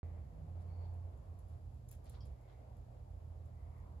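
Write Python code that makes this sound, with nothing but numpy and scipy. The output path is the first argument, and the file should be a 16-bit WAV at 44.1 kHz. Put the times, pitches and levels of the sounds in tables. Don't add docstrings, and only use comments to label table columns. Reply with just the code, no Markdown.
import sys
import numpy as np
from scipy import signal
from scipy.fft import rfft, irfft, next_fast_len
from scipy.io import wavfile
from scipy.ndimage import map_coordinates

SR = 44100
rng = np.random.default_rng(int(sys.argv[2]) if len(sys.argv) > 2 else 0)


def put_to_file(sound):
    columns = np.atleast_2d(sound).T
    safe = np.clip(columns, -1, 1)
    whole_steps = np.round(safe * 32767)
    wavfile.write(sys.argv[1], SR, whole_steps.astype(np.int16))


N = 176400
TIME = np.arange(N) / SR
LEFT_RIGHT = np.array([[.5], [-.5]])


def amp(db):
    return 10 ** (np.asarray(db) / 20)


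def unit(x):
    return x / np.sqrt(np.mean(x ** 2) + 1e-20)


def along(points, hz):
    freqs, values = np.transpose(points)
    return np.interp(np.log(hz + 1), np.log(freqs + 1), values)


def curves(rows):
    times, *columns = np.transpose(rows)
    return [np.interp(TIME, times, column) for column in columns]


def wobble(rate):
    return map_coordinates(rng.standard_normal(int(N * rate / SR) + 4), [TIME * rate])


def swell(middle, half):
    return np.exp(-((TIME - middle) / half) ** 2)


def filtered(x, response):
    size = next_fast_len(N + SR // 2)
    return irfft(rfft(x, size) * response(np.fft.rfftfreq(size, 1 / SR)), size)[..., :N]


def lagged(x, lag_s):
    return filtered(x, lambda hz: np.exp(-2j * np.pi * hz * LEFT_RIGHT * lag_s))


def stereo_weights(alike, hz):
    share = along(alike, hz) if np.ndim(alike) else np.full(len(hz), alike)
    turn = np.arccos(np.clip(share, -1, 1)) / 2
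    return np.array([np.cos(turn), np.sin(turn)])


def noise(colour, alike):
    white = rng.standard_normal((2, N))
    mid, side = filtered(white, lambda hz: amp(along(colour, hz)) * stereo_weights(alike, hz))
    return unit(np.array([mid + side, mid - side]))


def band(centre_hz, width_hz, alike):
    hz = np.fft.rfftfreq(N, 1 / SR)
    shape = 1 / (1 + ((hz - centre_hz) / width_hz) ** 2) ** 2
    mid, side = irfft(rfft(rng.standard_normal((2, N))) * shape * stereo_weights(alike, hz), N)
    return unit(np.array([mid + side, mid - side]))


def band_swells(rows, alike):
    return sum(amp(db) * swell(s, half) * band(hz, width, alike) for s, half, db, hz, width in rows)


# (middle [s], half length [s], level [dB], pitch [Hz], width [Hz])
CALL_NOTES = [(.06, 0.19, -80.5, 2060, 450), (.76, 0.11, -85, 2190, 350), (.8, 0.13, -83.5, 4460, 249),
              (2.51, 0.16, -83, 2100, 330), (3.598, 0.076, -83.5, 2070, 340),
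              (3.777, 0.097, -82, 2030, 420)]
def far_calls(waver_db=1.5):
    return amp(waver_db * wobble(30)) * band_swells(CALL_NOTES, alike=0.18)


# (time [s], level [dB])
WASH_LEVELS = [(.04, -66), (.3, -69), (.7, -66.5), (1.1, -68), (1.5, -69.5), (1.8, -72), (2.1, -68.5),
               (2.35, -68.5), (2.72, -68.5), (3.1, -70.5), (3.4, -70), (4, -69)]
# (frequency [Hz], level [dB])
WASH_COLOUR = [(80, -36), (220, -1.5), (330, -3.5), (450, -1), (560, 0), (690, 1), (1000, -9),
               (1500, -19.5), (2200, -24), (3200, -30), (8000, -55)]
# (middle [s], half length [s], level [dB], centre [Hz], width [Hz])
VEHICLES = [(.45, 0.16, -58.5, 153.6, 8.2), (0.35, 0.49, -64, 162, 50), (.485, 0.032, -65.5, 640, 200),
            (.81, 0.24, -67, 766, 330), (1.25, 0.25, -78, 1050, 190), (2.7, 0.076, -70.5, 760, 200),
            (2.91, 0.038, -71, 730, 170), (3.08, 0.025, -67.5, 756, 220), (3.826, 0.28, -72.5, 1020, 300)]
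# (frequency [Hz], likeness [0 to 1])
OUTDOOR_LIKENESS = [(100, 0.99), (250, 0.71), (500, 0.5), (1000, 0.18), (2000, 0.066), (10000, 0)]
def traffic(boost_db=2.5, flutter_db=1, pan_db=1):
    level_db = curves(WASH_LEVELS)[0] + boost_db + flutter_db * wobble(24.19)
    wash = amp(level_db) * noise(WASH_COLOUR, OUTDOOR_LIKENESS)
    vehicles = band_swells(VEHICLES, OUTDOOR_LIKENESS)
    return amp(LEFT_RIGHT * pan_db) * lagged(wash + vehicles, lag_s=-0.00036)


# (time [s], level [dB])
RUMBLE_LEVELS = [(.04, -55.5), (.35, -54.5), (.9, -57), (1.4, -55.5), (1.85, -56.5), (2, -59),
                 (2.27, -52.5), (2.42, -64.5), (2.75, -56.5), (3.1, -57), (3.4, -58), (4, -57.5)]
# (frequency [Hz], level [dB])
RUMBLE_COLOUR = [(15, -43), (25, -24.5), (38, -15), (50, -4), (72, 0), (100, -7), (150, -16), (195, -22.5),
                 (300, -30.5), (600, -47.5), (1500, -100)]
# (frequency [Hz], likeness [0 to 1])
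RUMBLE_LIKENESS = [(100, 0.98), (170, 0.99), (280, 0.26)]
def rumble(boost_db=3):
    return amp(curves(RUMBLE_LEVELS)[0] + boost_db) * noise(RUMBLE_COLOUR, RUMBLE_LIKENESS)


# (pitch [Hz], level [dB])
HUM_TONES = [(52, -60.5), (120, -61.5)]
def mains_hum(waver_db=1, drift_rad=0.28):
    out = np.zeros(N)
    for hz, db in HUM_TONES:
        loudness = amp(db + waver_db * wobble(4.4))
        out += loudness * unit(np.sin(2 * np.pi * hz * TIME + drift_rad * wobble(2.5)))
    return out


# (time [s], level [dB], pitch [Hz])
ENGINE_NOTE = [(.04, -46, 84.6), (.18, -47.5, 84.3), (.29, -69.5, 84.15), (.5, -48.5, 86.43),
               (.8, -44, 86.94), (1.05, -46.5, 87.3), (1.2, -56.5, 86.96), (1.9, -55.5, 85),
               (2.45, -75, 83), (3, -55.5, 83), (3.7, -52.5, 82.6), (4, -55, 81)]
def far_engine(waver_db=0.24, octave_db=-29):
    level_db, pitch = curves(ENGINE_NOTE)
    phase = 2 * np.pi * np.cumsum(pitch) / SR
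    tone = unit(np.sin(phase) + amp(octave_db) * np.sin(2 * phase))
    return amp(level_db + waver_db * wobble(9)) * tone


def room_echo(x, fade_s=.18, rise_s=0.0025):
    age = np.arange(SR // 2) / SR
    tail = rng.standard_normal((2, len(age))) * amp(-60 * age / fade_s) * (1 - np.exp(-age / rise_s))
    echo = signal.fftconvolve(x, tail / np.linalg.norm(tail[0]), axes=1)[:, :N]
    colour = [(6000, 6.5), (11000, -2.5), (15000, -2)]  # (frequency [Hz], level [dB])
    return filtered(echo, lambda hz: amp(along(colour, hz)))


# (middle [s], half length [s], level [dB], centre [Hz], width [Hz])
RUB_SWELLS = [(2.125, 0.025, -68.5, 436, 120), (2.175, .045, -72, 980, 447), (2.28, 0.027, -71, 430, 121)]
def rubs():
    return band_swells(RUB_SWELLS, alike=0.32)


# (time [s], level [dB])
TICK_TOUCHES = [(2.206, -64.5), (2.2094, -67), (2.215, -68.5), (2.221, -70)]
# (pitch [Hz], level added to the touch [dB], time to drop 60 dB [s])
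TICK_TONES = [(3260, -7.5, 0.058), (4760, 2, 0.024), (5000, -4, .012), (5240, 3.5, 0.028)]
def tick(rough_rad=0.6, rise_s=0.00047):
    out = np.zeros(N)
    for start, touch_db in TICK_TOUCHES:
        age = np.maximum(TIME - start, 0)
        for hz, tone_db, fade_s in TICK_TONES:
            ring = np.sin(2 * np.pi * hz * age + rough_rad * wobble(500))
            out += amp(touch_db + tone_db - 60 * age / fade_s) * (1 - np.exp(-age / rise_s)) * ring
    return out


# (time [s], level [dB], time to drop 60 dB [s], top frequency [Hz])
HAIR_SNAPS = [(.608, -72, 0.027, 12500), (.62, -77, 0.048, 12500), (.935, -79, 0.081, 13890),
              (1.172, -79, .07, 12500), (1.388, -73.5, 0.098, 13300), (1.48, -81.5, 0.38, 14300),
              (1.741, -80.5, 0.071, 15000), (1.885, -64.5, 0.074, 13000), (1.892, -57, 0.0066, 14000),
              (1.91, -56, 0.049, 16700), (1.9138, -54.5, 0.017, 17100), (1.921, -64, 0.1, 16600),
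              (1.948, -73, .08, 13000), (2.04, -71.5, 0.081, 13020), (2.0545, -67, 0.058, 13100),
              (2.094, -71, .03, 17000), (2.0966, -53.5, 0.011, 17000), (2.1, -66, 0.036, 15700),
              (2.118, -73, 0.12, 13800), (2.254, -66.5, 0.068, 11500), (2.41, -83, .1, 15000),
              (2.765, -79.5, 0.11, 14000), (3.096, -83, .08, 13800), (3.455, -77, .06, 11970),
              (3.78, -79, 0.095, 14000)]
# (frequency [Hz], level [dB])
SNAP_COLOUR = [(500, -36), (2000, -14), (5000, -11.5), (7000, -1.5), (8500, -7), (10500, 5.5), (12500, -4),
               (14000, -5), (15400, -4), (16000, -26)]
def hair_crackles(grain_db=6, rise_s=0.00056):
    grains = unit(amp(grain_db * wobble(1200)) * noise(SNAP_COLOUR, alike=1))
    out = np.zeros((2, N))
    length = SR // 5
    age = np.arange(length) / SR
    hz = np.fft.rfftfreq(length, 1 / SR)
    for start, db, fade_s, top_hz in HAIR_SNAPS:
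        pick = rng.integers(N - length)
        treble_cut = 1 / (1 + (hz / top_hz) ** 16)
        burst = irfft(rfft(grains[:, pick:pick + length]) * treble_cut, length)
        loudness = amp(db - 60 * age / fade_s) * (1 - np.exp(-age / rise_s))
        out[:, round(start * SR):][:, :length] += burst * loudness
    return lagged(out, lag_s=0.0002635)


# (middle [s], half length [s], level [dB], tilt toward the treble [dB per octave])
FINGER_STROKES = [(0.612, 0.018, -88, 4), (0.852, 0.032, -82.5, -4), (1.528, 0.037, -88.5, 2),
                  (1.93, 0.02, -78.5, -2.5), (2.083, 0.035, -75, 3.5), (2.148, 0.022, -74, 0),
                  (2.247, 0.064, -84.5, 0), (2.509, 0.029, -77, -4)]
# (frequency [Hz], level [dB])
FUR_COLOUR = [(500, -36), (1400, -0.5), (2200, -3), (2700, -6.5), (3400, -2), (4500, -3.5), (6500, -15.5),
              (10000, -27), (15000, -44)]
def fur_strokes(grain_db=4.5, pivot_hz=3000):
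    out = np.zeros((2, N))
    for middle, half, db, tilt in FINGER_STROKES:
        colour = [(hz, level + tilt * np.log2(hz / pivot_hz)) for hz, level in FUR_COLOUR]
        friction = unit(amp(grain_db * wobble(700)) * noise(colour, alike=0.27))
        out += amp(db) * swell(middle, half) * friction
    return out


def scene(echo_db=-8.5, bass_pan_db=-3.5):
    near = hair_crackles() + fur_strokes() + rubs() + tick()
    echo = amp(echo_db) * room_echo(near)
    bass = far_engine() + mains_hum() + rumble()
    bass = amp(LEFT_RIGHT * bass_pan_db) * lagged(bass, lag_s=-0.00017)
    return near + echo + bass + traffic() + far_calls()


# (frequency [Hz], level [dB])
HISS_COLOUR = [(300, 1.5), (2000, -1), (3000, 0), (4800, 2.5), (5800, -2), (7400, 2), (9000, -9.5),
               (10800, 2), (12500, -2), (13700, -17.5), (16000, -16)]
def record(dry):
    hiss_db, top_hz = -84, 16000
    start_s, rise_s = 0.031, 0.00033
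    hiss = amp(hiss_db) * noise(HISS_COLOUR, alike=.05)
    opening = np.clip((TIME - start_s) / rise_s, 0, 1)
    return filtered((dry + hiss) * opening, lambda hz: hz < top_hz)


dry = scene()
out = record(dry)
put_to_file(out)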